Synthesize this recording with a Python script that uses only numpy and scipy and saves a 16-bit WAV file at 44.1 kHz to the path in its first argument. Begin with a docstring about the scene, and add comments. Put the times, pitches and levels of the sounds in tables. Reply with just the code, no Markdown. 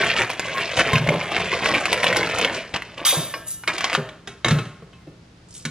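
"""A plastic bag of dry rice crinkles and creaks from clicks, buckling facets and stick-slip, as a cup digs in it.
At 3 s the cupful falls into the metal pot of a rice cooker: showers of tiny impacts ring its modes, then land dull.
The cup taps the rim, the last grains hiss out, and the cup is put down with noise cracks and short rings.
From 4 s the pot is lifted and dropped back into its housing: a clank of noise and modes, and a low-passed thud.
A hand slides on the shell before a last knock; faint room air and an appliance's hum last throughout."""
import sys
import numpy as np
from scipy import signal
from scipy.fft import rfft, irfft
from scipy.io import wavfile
from scipy.ndimage import uniform_filter1d

SR = 44100
rng = np.random.default_rng(int(sys.argv[2]) if len(sys.argv) > 2 else 0)


def materialize(psi):
    """Save the field psi as 16-bit PCM at rate SR to the path in sys.argv[1].

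    A 1-D psi becomes a single channel; in a 2-D psi each row is a channel.
    """
    bounded = np.clip(np.atleast_2d(psi).T, -1, 1)
    quanta = np.round(bounded * 32767).astype(np.int16)
    wavfile.write(sys.argv[1], SR, quanta)


N = 251370
TIME = np.arange(N) / SR  # s


# how bright the film sounds: (f/Hz, level/dB)
FILM_SPECTRUM = [(300, -3), (700, -1.5), (1100, -4), (2200, 2.5), (3200, -4), (4500, -12.5), (7000, -20),
                 (10000, -33.5), (12500, -88.5), (15500, -78)]
# how the churning rice sounds: (f/Hz, level/dB)
CHURN_SPECTRUM = [(150, -25.5), (250, -5), (380, 2.5), (520, 3.5), (660, 8), (800, -5), (1100, 1),
                  (1800, -60)]
# the low rumble of the hands: (f/Hz, level/dB)
RUMBLE_SPECTRUM = [(25, -19.5), (55, -10), (90, -8.5), (135, 5), (190, 3.5), (260, -20.5), (500, -70)]


def bag():
    """The film crackles and pops; the rice churns under the cup and its shifting weight rumbles."""
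    film_gain, rice_gain = effort()
    creases = crackle(rate=850, spread_db=2.0, spectrum=FILM_SPECTRUM, patchy_db=3.5)
    creases = creases + undb(2.5) * pops(pitch_hz=2110, octaves=0.47, spread_db=4.0)
    rice = undb(-2.0) * crackle(rate=1100, spread_db=6.5, spectrum=CHURN_SPECTRUM, patchy_db=3.5)
    rumble = undb(-13.0) * unit(colour(rng.standard_normal(N), RUMBLE_SPECTRUM))
    fits = undb(1.53 * walk(TIME, 110))  # the film yields in fits and starts
    return undb(-1.0) * film_gain * fits * creases + rice_gain * (rice + rumble)


# the hand's light, steady work on the bag between squeezes: (t/s, crackle level/dB)
HANDLING = [(0.0, -23.5), (0.37, -39.5), (0.46, -31), (1.03, -32.5), (2.3, -27), (2.58, -30), (2.68, -45),
            (3.04, -47)]
HANDLING_RICE_DB = -3.5  # rice gain relative to the film gain
# the bag is squeezed or dug into:
# (start t/s, time from start to fall t/s, crackle level/dB, rice level relative to it/dB)
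SQUEEZES = [(0.0, 0.12, -24, -40), (0.17, 0.056, -22.5, -28), (0.292, 0.0094, -28.5, -8),
            (0.563, 0.056, -25.5, -8), (0.759, 0.052, -18.5, -13), (0.85, 0.12, -25.5, -3.5),
            (1.064, 0.083, -33.5, 13.5), (1.312, 0.1, -27.5, -2), (1.524, 0.02, -26, 0.5),
            (1.619, 0.15, -24.5, -2.5), (1.913, 0.011, -22, -13), (2.038, 0.18, -28, 2),
            (2.391, 0.052, -27, 1), (2.433, 0.0078, -30.5, 5.5), (2.736, 0.0038, -22.5, -0.5),
            (2.971, 0.064, -39.5, 6), (3.671, 0.033, -29.5, -1.5), (3.73, 0.16, -33, -7.5),
            (3.914, 0.02, -31, 0.5)]
SQUEEZE_ATTACK_S, SQUEEZE_FALL_DB_PER_S = 0.0029, 353


def effort():
    """Gains of film and rice: steady handling with every squeeze on top, added in power."""
    steady = gain_curve(HANDLING)
    film_power = steady ** 2
    rice_power = (undb(HANDLING_RICE_DB) * steady) ** 2
    for s, hold, db, rice_db in SQUEEZES:
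        squeeze = swell(s, hold, db, SQUEEZE_ATTACK_S, SQUEEZE_FALL_DB_PER_S)
        film_power = film_power + squeeze ** 2
        rice_power = rice_power + (undb(rice_db) * squeeze) ** 2
    return np.sqrt(film_power), np.sqrt(rice_power)


def pops(pitch_hz, octaves, spread_db, count=900):
    """Small facets of every size flip at random moments."""
    out = np.zeros(N)
    times = rng.random(count) * N / SR
    for s, (width, strength) in zip(times, rng.standard_normal((count, 2))):
        hz = np.clip(pitch_hz * 2 ** (octaves * width), 500, 7000)
        add(out, s, undb(spread_db * min(strength, 2)) * facet(hz, cycles=11))
    return out


def facet(hz, cycles, size=2048):
    """A patch of film flips over and swings for a few cycles."""
    swing = np.sin(2 * np.pi * hz * TIME[:size])
    soft_start = 1 - fade(0.0017, size)
    return crest(fade(cycles / hz, size) * swing * soft_start)


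# the loudest creases snapping through: (t/s, level/dB, f/Hz, sharp tick level/dB)
SNAPS = [(0.044, -11, 2520, 5), (0.101, -3, 2670, -19), (0.106, -10, 2390, -18), (0.164, -3.5, 2860, -21),
         (0.191, -4.5, 2160, -14), (0.218, 0, 2290, -4.5), (0.301, -10, 2460, 6.5), (0.333, -22, 2430, 12),
         (0.395, -10.5, 2180, 15), (0.772, -5, 2320, -19), (0.794, -2, 1570, -22), (0.932, -7.5, 2300, 8.5),
         (0.956, 2, 2480, -20), (0.981, -10, 1530, 5), (1.073, -7, 2030, -9.5), (1.089, 2, 2190, -25),
         (1.212, -10, 2400, -14), (1.365, -2, 2230, -22), (1.517, -6.5, 2200, -32),
         (1.536, -4.5, 2300, -11), (1.658, -1, 2430, -10), (1.7145, -8.5, 1970, -12), (1.743, -6, 2270, -3),
         (1.749, -2.5, 2320, -21), (1.757, -6, 2440, -32), (1.855, -1.5, 2450, 2.5), (1.929, -1, 2450, 8),
         (1.943, -8.5, 2200, 0), (1.976, -9.5, 2090, -3), (2.032, -3, 2110, -5), (2.042, -12, 2500, 16.5),
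         (2.067, 2, 2840, -30), (2.102, -6.5, 2490, -30), (2.127, -2.5, 1970, -27), (2.161, -5.5, 2020, 3),
         (2.168, -16, 2330, 19), (2.23, -7, 2070, -2), (2.272, -10.5, 2500, 3), (2.385, -15, 2640, 16),
         (2.413, -3.5, 2670, -1), (2.447, 2.5, 2980, -10), (2.761, -4.5, 2730, -30),
         (2.821, -12.5, 1930, -3.5), (2.979, -14.5, 2670, -14.5)]
REBOUND_S, REBOUND_DB = 0.004, -14  # time scale of the flick back; its level on top of the snap's


def snaps(size=2048):
    """A crease buckles: its facet swings, the edge ticks, it flicks back detuned and neighbours follow."""
    out = np.zeros(N)
    tick_spectrum = [(200, -1.0), (900, 5.5), (3000, -2.5), (6000, -11.5), (10000, -18.5), (15000, -46.0)]
    for s, db, hz, tick_db in SNAPS:
        tick = rng.standard_normal(size) * fade(0.007, size)
        sharp = crest(colour(tick, tick_spectrum))
        neighbours = crest(colour(rng.standard_normal(size) * fade(0.012, size), FILM_SPECTRUM))
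        snap = facet(hz, cycles=12.4) + undb(tick_db - 4.0) * sharp + undb(-5.5) * neighbours
        add(out, s + 0.0005, undb(db - 5.5) * snap)
        wait, detune = rng.uniform(0.459, 1.8), rng.standard_normal()
        rebound = facet(hz * 2 ** (0.41 * detune), cycles=4.1)
        add(out, s + REBOUND_S * wait, undb(db + REBOUND_DB) * rebound)
    return out


# taut film creaks as it drags, and once a fingertip on the pot:
# (start t/s, time from start to fall t/s, level/dB, f/Hz, glide/octaves per s)
CREAKS = [(0.168, 0.053, -25.5, 406.4, -2.5), (0.529, 0.058, -27, 1075, 0.2), (0.91, 0.035, -27, 1075, -1),
          (4.96, 0.077, -62.5, 2090, 0)]
CREAK_SLIPS_PER_S, CREAK_CYCLES = 590, 30  # mean slip rate; cycles until a slip's ring is 60 dB down


def creaks(size=8192, count=120):
    """A dragged surface sticks and slips; each slip plucks one tight resonance, gliding with tension."""
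    out = np.zeros(N)
    t = TIME[:size]
    for s, hold, db, hz, glide in CREAKS:
        waits, strengths = rng.uniform(0.4, 1.6, (2, count))
        at = (np.cumsum(waits) / CREAK_SLIPS_PER_S * SR).astype(int)
        wandering_phase = np.exp(1j * 0.72 * walk(t, 250))
        slips = np.bincount(at, strengths, size)[:size] * wandering_phase
        swing = signal.fftconvolve(slips, fade(CREAK_CYCLES / hz, size))[:size]
        carrier = np.exp(2j * np.pi * np.cumsum(hz * 2 ** (glide * t)) / SR)
        tone = unit(np.real(swing * carrier))
        add(out, s, tone * swell(0, hold, db, attack_s=0.026, fall_db_per_s=554)[:size])
    return out


# the high metallic resonances under the grains: (f/Hz, level/dB, time to fall 60 dB t/s)
METAL_MODES = [(3270, 4, 0.13), (3775, 3, .11), (4730, 0, 0.1), (5970, -2, 0.2), (5900, -3, 0.14),
               (7100, 1, 0.14), (8500, -10, .12), (10989, -8, 0.16)]
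# the grains' patter on the wall, in its broad resonances: (f/Hz, level/dB)
PATTER_SPECTRUM = [(500, -23), (1250, -1), (1700, -7.5), (2300, -0.5), (2900, -1.5), (3750, 4.5),
                   (4200, -9.5), (4850, -2.5), (5400, -13), (6000, -6), (6600, -12), (15000, -48)]
# grains ticking on each other: (f/Hz, level/dB)
TICKS_SPECTRUM = [(3000, -3), (5200, 3), (6500, 6.5), (9000, 7.5), (12300, 6), (13500, -14), (15500, -45.5)]
# a tap on the rim shakes a clump onto the heap: (start t/s, time from start to fall t/s, level/dB)
CLUMP = (3.337, 0.029, -33.5)
# the cupful falls at once, then thins out
POUR_START_S, POUR_ATTACK_S, POUR_HOLD_S, POUR_FALL_DB_PER_S = 3.05, 0.00043, 0.018, 93
# drive at full flow, ahead of the layers' mix levels: on bare metal, on each other, on the heap
METAL_DB, TICKS_DB, HEAP_DB = -19.5, -24.5, -11
# the heap covers the bottom of the pot
HEAP_FORMS_S, HEAP_GROWS_S, HEAP_MUFFLES_DB = 3.118, 0.011, -2.5


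def pour():
    """Grains rain on bare metal and ring the pot, then land duller on their own heap."""
    flow = swell(POUR_START_S, POUR_HOLD_S, 0, POUR_ATTACK_S, POUR_FALL_DB_PER_S)
    covered = np.clip((TIME - HEAP_FORMS_S) / HEAP_GROWS_S, 0, 1)
    bare = flow * undb(HEAP_MUFFLES_DB * covered)
    metal = undb(METAL_DB) * bare
    ticks = undb(TICKS_DB) * bare
    clump = swell(*CLUMP, attack_s=0.0045, fall_db_per_s=350)
    heap = undb(HEAP_DB) * covered * flow ** 1.76 + clump
    impacts = metal * crackle(rate=3000, spread_db=-3.5, spectrum=[(500, -2), (13000, -0.089)])
    pot = ring(METAL_MODES)
    ringing = signal.fftconvolve(impacts, pot / np.linalg.norm(pot))[:N]
    patter = metal * crackle(rate=1500, spread_db=0.5, spectrum=PATTER_SPECTRUM, patchy_db=4.0)
    ticking = ticks * crackle(rate=2200, spread_db=1.0, spectrum=TICKS_SPECTRUM)
    landing = heap * crackle(rate=2700, spread_db=4.5, spectrum=CHURN_SPECTRUM)
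    return undb(-12.5) * ringing + undb(-2.0) * patter + undb(-4.0) * ticking + undb(-5.5) * landing


# the landing heap and the cup's tap set the wall singing: (t/s, level/dB)
WALL_HITS = [(3.141, -42.5), (3.339, -49)]
# the pot's wall, ringing like a faint bell: (f/Hz, level/dB, time to fall 60 dB t/s)
WALL_MODES = [(1340, -2, 0.88), (1605, 5, 0.6), (1760, -4, 1.7), (2890, -9, 2.6)]
# the pot is not quite round: each mode beats with a weaker twin
WALL_BEAT_HZ, WALL_TWIN_DB = 9, -3  # mean beat rate; twin relative to its mode


def pot_wall(size=44100):
    """The pot's thin wall sings on faintly, beating, in a different mix after each hit."""
    out = np.zeros(N)
    for s, db in WALL_HITS:
        modes = [(hz, level + 2 * rng.standard_normal(), t60) for hz, level, t60 in WALL_MODES]
        twins = [(hz + WALL_BEAT_HZ * (0.5 + rng.random()), level + WALL_TWIN_DB, t60)
                 for hz, level, t60 in modes]
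        add(out, s, undb(db) * ring(modes + twins, size))
    return out


# the rest slides out of the cup: (start t/s, time from start to fall t/s, level/dB)
LAST_GRAINS = (3.445, 0.072, -39)
# grains skidding out of the cup: (f/Hz, level/dB)
SLIP_SPECTRUM = [(1000, -16), (5600, -10), (6300, -0.5), (9000, -5), (12000, -7), (13000, -22),
                 (15500, -47)]


def last_grains():
    """The last grains skid out of the cup with a thin hiss, coloured by a few high metallic resonances."""
    level = swell(*LAST_GRAINS, attack_s=0.039, fall_db_per_s=307)
    grains = level * crackle(rate=900, spread_db=3.5, spectrum=SLIP_SPECTRUM)
    resonances = ring(METAL_MODES)
    return grains + undb(-10) * signal.fftconvolve(grains, resonances / np.linalg.norm(resonances))[:N]


# the cup clacking on rim and counter: (t/s, level/dB, brightness/dB per decade, ring relative to the crack/dB)
CUP_KNOCKS = [(2.743, -10.5, -2, -31), (3.339, -10, -3, -10.5), (3.636, -19.5, -6, -11),
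              (3.676, -4, 9.5, -4.5), (3.691, -10.5, -9, -8), (3.755, -15, 7, -31), (3.781, -9.5, 14, -21),
              (3.807, -7, 9, -18), (3.842, -2.5, 3, -17), (3.898, -9, -1, -16), (3.93, -4, 12, -29),
              (3.94, -12, 17, -14), (3.9497, 2, 2, -47)]
# the cup's crack: (f/Hz, level/dB)
CUP_CRACK_SPECTRUM = [(150, -30), (400, -3.5), (750, -1), (1200, 6.5), (2200, 3), (3200, -0.5),
                      (4500, -8.5), (6500, -17.5), (9500, -30), (15000, -58.5)]
# the cup's own ring: (f/Hz, level/dB, time to fall 60 dB t/s)
CUP_MODES = [(1110, 0, 0.16), (1287, 0.5, 0.17), (2200, 6, 0.071), (2400, 2, 0.13), (2900, -3, 0.17),
             (4950, -4, 0.12)]


def cup(size=16000):
    """The hard cup clacks: a crisp crack, a brief chatter and its own ring, damped by the hand."""
    out = np.zeros(N)
    for s, db, bright_db, ring_db in CUP_KNOCKS:
        contact = rng.standard_normal(size) * (fade(0.005, size) + undb(-12) * fade(0.074, size))
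        crack = crest(colour(contact, tilt(CUP_CRACK_SPECTRUM, bright_db)))
        ringing = crest(ring(CUP_MODES, size))
        add(out, s + 0.0005, undb(db - 2.5) * (crack + undb(ring_db) * ringing))
    return out


# the pot knocking in its housing: (t/s, level/dB, brightness/dB per decade, weight behind the blow/0-1)
KNOCKS = [(4.089, -26.5, -7, 0.1), (4.273, -20.5, 4.5, 0.53), (4.445, -4.5, -6, 0.4),
          (4.459, -7.5, -5, 0.55), (4.482, -11, 2, 0.7), (4.508, -7.5, -2.5, 0.38),
          (4.586, -16, -1.5, 0.38), (4.652, -33.5, 4, 0.9), (4.822, -31.5, -18, 0.2),
          (4.931, -37.5, -1, 0.8), (5.071, -31, -35, 0.36), (5.549, -31, 40, 0.2), (5.651, -13, 14.5, 0.22)]
# the crack of a knock: (f/Hz, level/dB)
KNOCK_SPECTRUM = [(120, -22.5), (400, 5.5), (950, -3), (1350, 1.5), (2100, -2), (2900, -2), (3550, -2.5),
                  (3950, -1.5), (4300, -11.5), (6500, -14.5), (9500, -27), (15000, -84)]
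# what the knocked cooker rings with: (f/Hz, level/dB, time to fall 60 dB t/s)
COOKER_MODES = [(402, 6, 0.11), (1070, 1, 0.36), (1297, 6, 0.24), (1436, 4.5, 0.24), (1790, -3, 0.19),
                (2210, 5, 0.17), (2630, 5.5, 0.12), (2757, -8, 0.059), (3215, 2, 0.074), (3940, 3.5, 0.065)]
CLATTER_T60_S, COOKER_RING_DB = 0.39, -6.5  # at full weight: clatter length; ring relative to the crack


def knocks(size=22050):
    """A crack and a dense clatter, longer with weight, ring the cooker differently every time."""
    out = np.zeros(N)
    for s, db, bright_db, weight in KNOCKS:
        clatter = undb(-13.5) * fade(CLATTER_T60_S * weight, size)
        contact = rng.standard_normal(size) * (fade(0.016, size) + clatter)
        crack = crest(colour(contact, tilt(KNOCK_SPECTRUM, bright_db)))
        # a new grip on the pot shifts its modes a little
        gripped = [(hz * (1 + 0.0074 * rng.standard_normal()), level, t60)
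                   for hz, level, t60 in COOKER_MODES]
        ringing = crest(signal.fftconvolve(contact, ring(gripped))[:size])
        add(out, s + 0.000971, undb(db - 1.0) * (crack + weight * undb(COOKER_RING_DB) * ringing))
    return out


# bag, rice or pot coming to rest on the counter: (t/s, level/dB, softness f/Hz)
THUDS = [(0.93, -11, 170), (0.998, -20.5, 175), (1.079, -17, 450), (1.148, -21.5, 510), (3.169, -20, 445),
         (3.975, -16.5, 900), (4.466, -22, 222), (4.509, -6.5, 244), (4.546, -16, 258), (4.822, -33.5, 460),
         (5.068, -35, 476), (5.651, -21.5, 300)]
BLOW_THUD_DB, BLOW_THUD_HZ = -5, 297  # full-weight thud relative to the knock's listed level; softness


def thuds():
    """Every landing thuds, and so does every knock, by the weight behind it."""
    out = np.zeros(N)
    for s, db, soft_hz in THUDS:
        add(out, s, undb(db) * thud(soft_hz))
    for s, db, _, weight in KNOCKS:
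        add(out, s, weight ** 2 * undb(db + BLOW_THUD_DB) * thud(BLOW_THUD_HZ))
    return out


# counter and housing: (f/Hz, level/dB, time to fall 60 dB t/s)
COUNTER_MODES = [(120, -4, 0.4), (155, 4, 0.18), (233, -2.5, 0.15), (406, -1, 0.19), (514, -5.5, 0.24),
                 (628, -1, 0.16)]


def thud(soft_hz, size=22050):
    """Weight shakes counter and housing; a soft landing leaves only the lowest modes."""
    shudder_spectrum = [(30, -54), (75, -27), (120, 0.5), (320, -4.0), (600, -3.0), (1200, -13.0)]
    shudder = crest(colour(rng.standard_normal(size) * fade(0.27, size), shudder_spectrum))
    soft_start = 1 - fade(0.006, size)
    body = (crest(ring(COUNTER_MODES)) + undb(4.5) * shudder) * soft_start
    return crest(signal.sosfilt(signal.butter(3, soft_hz, fs=SR, output="sos"), body))


# a hand sliding on the housing: (start t/s, time from start to fall t/s, level/dB)
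SLIDE = (5.44, 0.13, -46)


def slide():
    """Skin scrapes faintly and unevenly over the cooker's shell."""
    level = swell(*SLIDE, attack_s=0.13, fall_db_per_s=165) * undb(1.4 * walk(TIME, 40))
    skin_spectrum = [(1000, -18), (3200, 7.5), (8000, 13.5), (14000, -24)]
    return level * crackle(rate=750, spread_db=6.0, spectrum=skin_spectrum)


# how long the room rings: (f/Hz, time to fall 60 dB t/s)
ROOM_T60 = [(100, 0.44), (1500, 0.67), (4000, 0.44), (12000, 0.62)]


def kitchen(x, early_db, late_db, size=26000, count=64):
    """Counter and cupboards reflect at once, changing as hands and things move; the room rings on."""
    t = TIME[:size]
    hop = N // count
    near_t = t[:hop]
    low_cut = signal.butter(1, 220, "high", fs=SR, output="sos")
    out = x.copy()
    # overlapping stretches of sound, each with new reflections
    for start in range(-hop, N, hop):
        i = np.arange(max(start, 0), min(start + 2 * hop, N))
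        echoes = rng.standard_normal(hop) ** 3 * fade(0.034, hop) * (near_t > 0.0015)
        early = signal.sosfilt(low_cut, echoes)
        stretch = x[i] * np.sin(np.pi * (i - start) / (2 * hop))
        add(out, i[0] / SR, undb(early_db) * signal.fftconvolve(stretch, early / np.linalg.norm(early)))
    late = sum(signal.sosfilt(sos, rng.standard_normal(size)) * fade(over_hz(hz, ROOM_T60), size)
               for hz, sos in bands())
    late = late * (t > 0.007)
    return out + undb(late_db) * signal.fftconvolve(x, late / np.linalg.norm(late))[:N]


# the microphone pair: (f/Hz, side minus mid level/dB, diffuse share/0-1)
PORTS = [(120, -66, 0.78), (400, -28, 0.78), (1500, -32, 0.68), (2860, -20, 0), (4020, -3, 0.1),
         (6500, -0.5, 0.5), (9300, 9, 1), (13000, 16.5, 0.3)]


def microphones(x, size=2000):
    """Two close ports: alike in the bass, further out of phase and partly diffuse in the treble."""
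    hz = np.fft.rfftfreq(2 * N, 1 / SR)
    # as things move, the scattered sound reaches the ports with a wandering phase
    wander = np.cumsum(rng.standard_normal(N)) * 0.03
    moving = np.real(signal.hilbert(x) * np.exp(1j * wander))
    scatter = rng.standard_normal(size) * fade(0.04, size)
    scattered = rfft(moving, 2 * N) * rfft(scatter / np.linalg.norm(scatter), 2 * N)
    diffuse = np.clip(over_hz(hz, PORTS, axis=2), 0, 1)
    direct = -1j * rfft(x, 2 * N)  # a quarter cycle out of phase
    difference = np.sqrt(1 - diffuse) * direct + np.sqrt(diffuse) * scattered
    side = irfft(difference * undb(over_hz(hz, PORTS)))[:N]
    return np.array([x + side, x - side])


# the room's steady air: (f/Hz, level/dB)
AIR_SPECTRUM = [(25, -2), (60, 3.5), (160, -0.5), (300, -6), (700, -14.5), (2000, -20), (5000, -24),
                (11000, -39.5), (14000, -66)]
# an appliance: (f/Hz, level/dB)
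HUM = [(119, -57), (174, -55)]


def room_tone():
    """Faint steady air, alike on both sides only in the bass, and an appliance's wavering hum."""
    mid, side = (unit(colour(rng.standard_normal(N), AIR_SPECTRUM)) for _ in range(2))
    side = signal.sosfilt(signal.butter(2, 450, "high", fs=SR, output="sos"), side)
    air = mid + undb(-2.5) * side * np.array([[1], [-1]])
    waver = unit(colour(rng.standard_normal(N), RUMBLE_SPECTRUM))
    hum = np.zeros(N)
    for hz, db in HUM:
        phase = 2 * np.pi * np.cumsum(hz * (1 + 0.33 * waver)) / SR
        hum += undb(db) * np.sqrt(2) * np.sin(phase)
    return undb(-50.0) * air + hum


def crackle(rate, spread_db, spectrum, patchy_db=0.0, size=1100, count=60000):
    """Tiny clicks of uneven strength and shifting colour; even in level over longer stretches."""
    used = slice(int(rate * N / SR))  # rate in clicks per second
    where = rng.integers(0, N, count)[used]
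    strength = undb(spread_db * np.minimum(rng.exponential(size=count)[used], 2 * np.e))
    out = np.zeros(N)
    for _, sos in bands():
        patches = undb(patchy_db * walk(TIME[where], 35))
        sizes = strength * rng.standard_normal(count)[used] * patches
        out += signal.sosfilt(sos, np.bincount(where, sizes, N) + 1e-18)
    out = colour(out, spectrum)
    return out / np.sqrt(uniform_filter1d(out ** 2, size) + 1e-18)


def ring(modes, size=22050):
    """Modes struck once, each with a chance sign."""
    out = np.zeros(size)
    for sign, (hz, db, t60) in zip(rng.choice([-1, 1], len(modes)), modes):
        out += sign * undb(db) * fade(t60, size) * np.sin(2 * np.pi * hz * TIME[:size])
    return out


def swell(start, hold, db, attack_s, fall_db_per_s):
    """Gain of one gesture: it rises from the start and dies away once the hold time has passed."""
    t = TIME - start
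    return np.clip(t / attack_s, 0, 1) ** 2 * undb(db - fall_db_per_s * np.maximum(t - hold, 0))


def gain_curve(table):
    """Gain from a table of times and decibels, fading out beyond the table's ends."""
    s, db = np.transpose(table)
    outside = np.maximum(s[0] - TIME, 0) + np.maximum(TIME - s[-1], 0)
    return undb(np.interp(TIME, s, db)) * np.exp(-outside / 0.0037)


def walk(times, rate):
    """A smooth random wander with a spread of about 1, read at the given times."""
    steps = rng.standard_normal(1000)
    return np.interp(times * rate, np.arange(len(steps)), steps)


def tilt(spectrum, bright_db):
    """Tilt a spectrum around 2000 Hz by so many decibels per decade."""
    return [(hz, level + bright_db * np.log10(hz / 2000)) for hz, level in spectrum]


def colour(x, spectrum, size=2048):
    """Causal minimum-phase filter with the given spectrum."""
    level_db = over_hz(np.fft.rfftfreq(size, 1 / SR), spectrum)
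    cepstrum = irfft(np.log(undb(level_db)))
    # folding the cepstrum forward puts the energy at the start
    cepstrum[1:size // 2] *= 2
    cepstrum[size // 2 + 1:] = 0
    return signal.fftconvolve(x, irfft(np.exp(rfft(cepstrum))))[:len(x)]


def bands(count=11):
    """Centres and filters of adjoining bands across the audible range."""
    edges = np.geomspace(60, 17000, count + 1)
    return [(np.sqrt(a * b), signal.butter(2, [a, b], "band", fs=SR, output="sos"))
            for a, b in zip(edges, edges[1:])]


def over_hz(hz, table, axis=1):
    """Read a column of a table on a log-frequency axis."""
    rows = np.transpose(table)
    return np.interp(np.log(np.maximum(hz, 1)), np.log(rows[0]), rows[axis])


def fade(t60, size):
    """Exponential decay by 60 dB in t60 seconds."""
    return np.exp(-np.log(1000) * TIME[:size] / max(t60, 1 / SR))


def undb(db):
    """Decibels to gain."""
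    return 10 ** (np.asarray(db) / 20)


def unit(x):
    """Scale to rms 1."""
    return x / np.sqrt(np.mean(x ** 2))


def crest(x):
    """Scale to peak 1."""
    return x / np.abs(x).max()


def add(track, s, sound):
    """Mix a sound into a track at a time in seconds."""
    i = max(int(s * SR), 0)
    track[i:i + len(sound)] += sound[:N - i]


def scene():
    """Bag and cup sound drier, pot and cooker with more of the kitchen; the room tone lies beneath."""
    near = kitchen(bag() + snaps() + creaks() + cup(), early_db=-3.5, late_db=-12.5)
    pouring_sounds = pour() + pot_wall() + last_grains()
    housing_sounds = knocks() + thuds() + slide()
    cooker = kitchen(pouring_sounds + housing_sounds, early_db=-1.5, late_db=-7.0)
    return microphones(near + cooker) + room_tone()


def record(dry):
    """The deepest bass is thinned; the recorder clips at full scale and cuts the top."""
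    thinned = signal.sosfilt(signal.butter(2, 42, "high", fs=SR, output="sos"), dry)
    clipped = np.clip(thinned, -1, 1)
    return signal.sosfilt(signal.ellip(8, 0.2, 80, 15800, fs=SR, output="sos"), clipped)


dry = scene()
out = record(dry)
materialize(out)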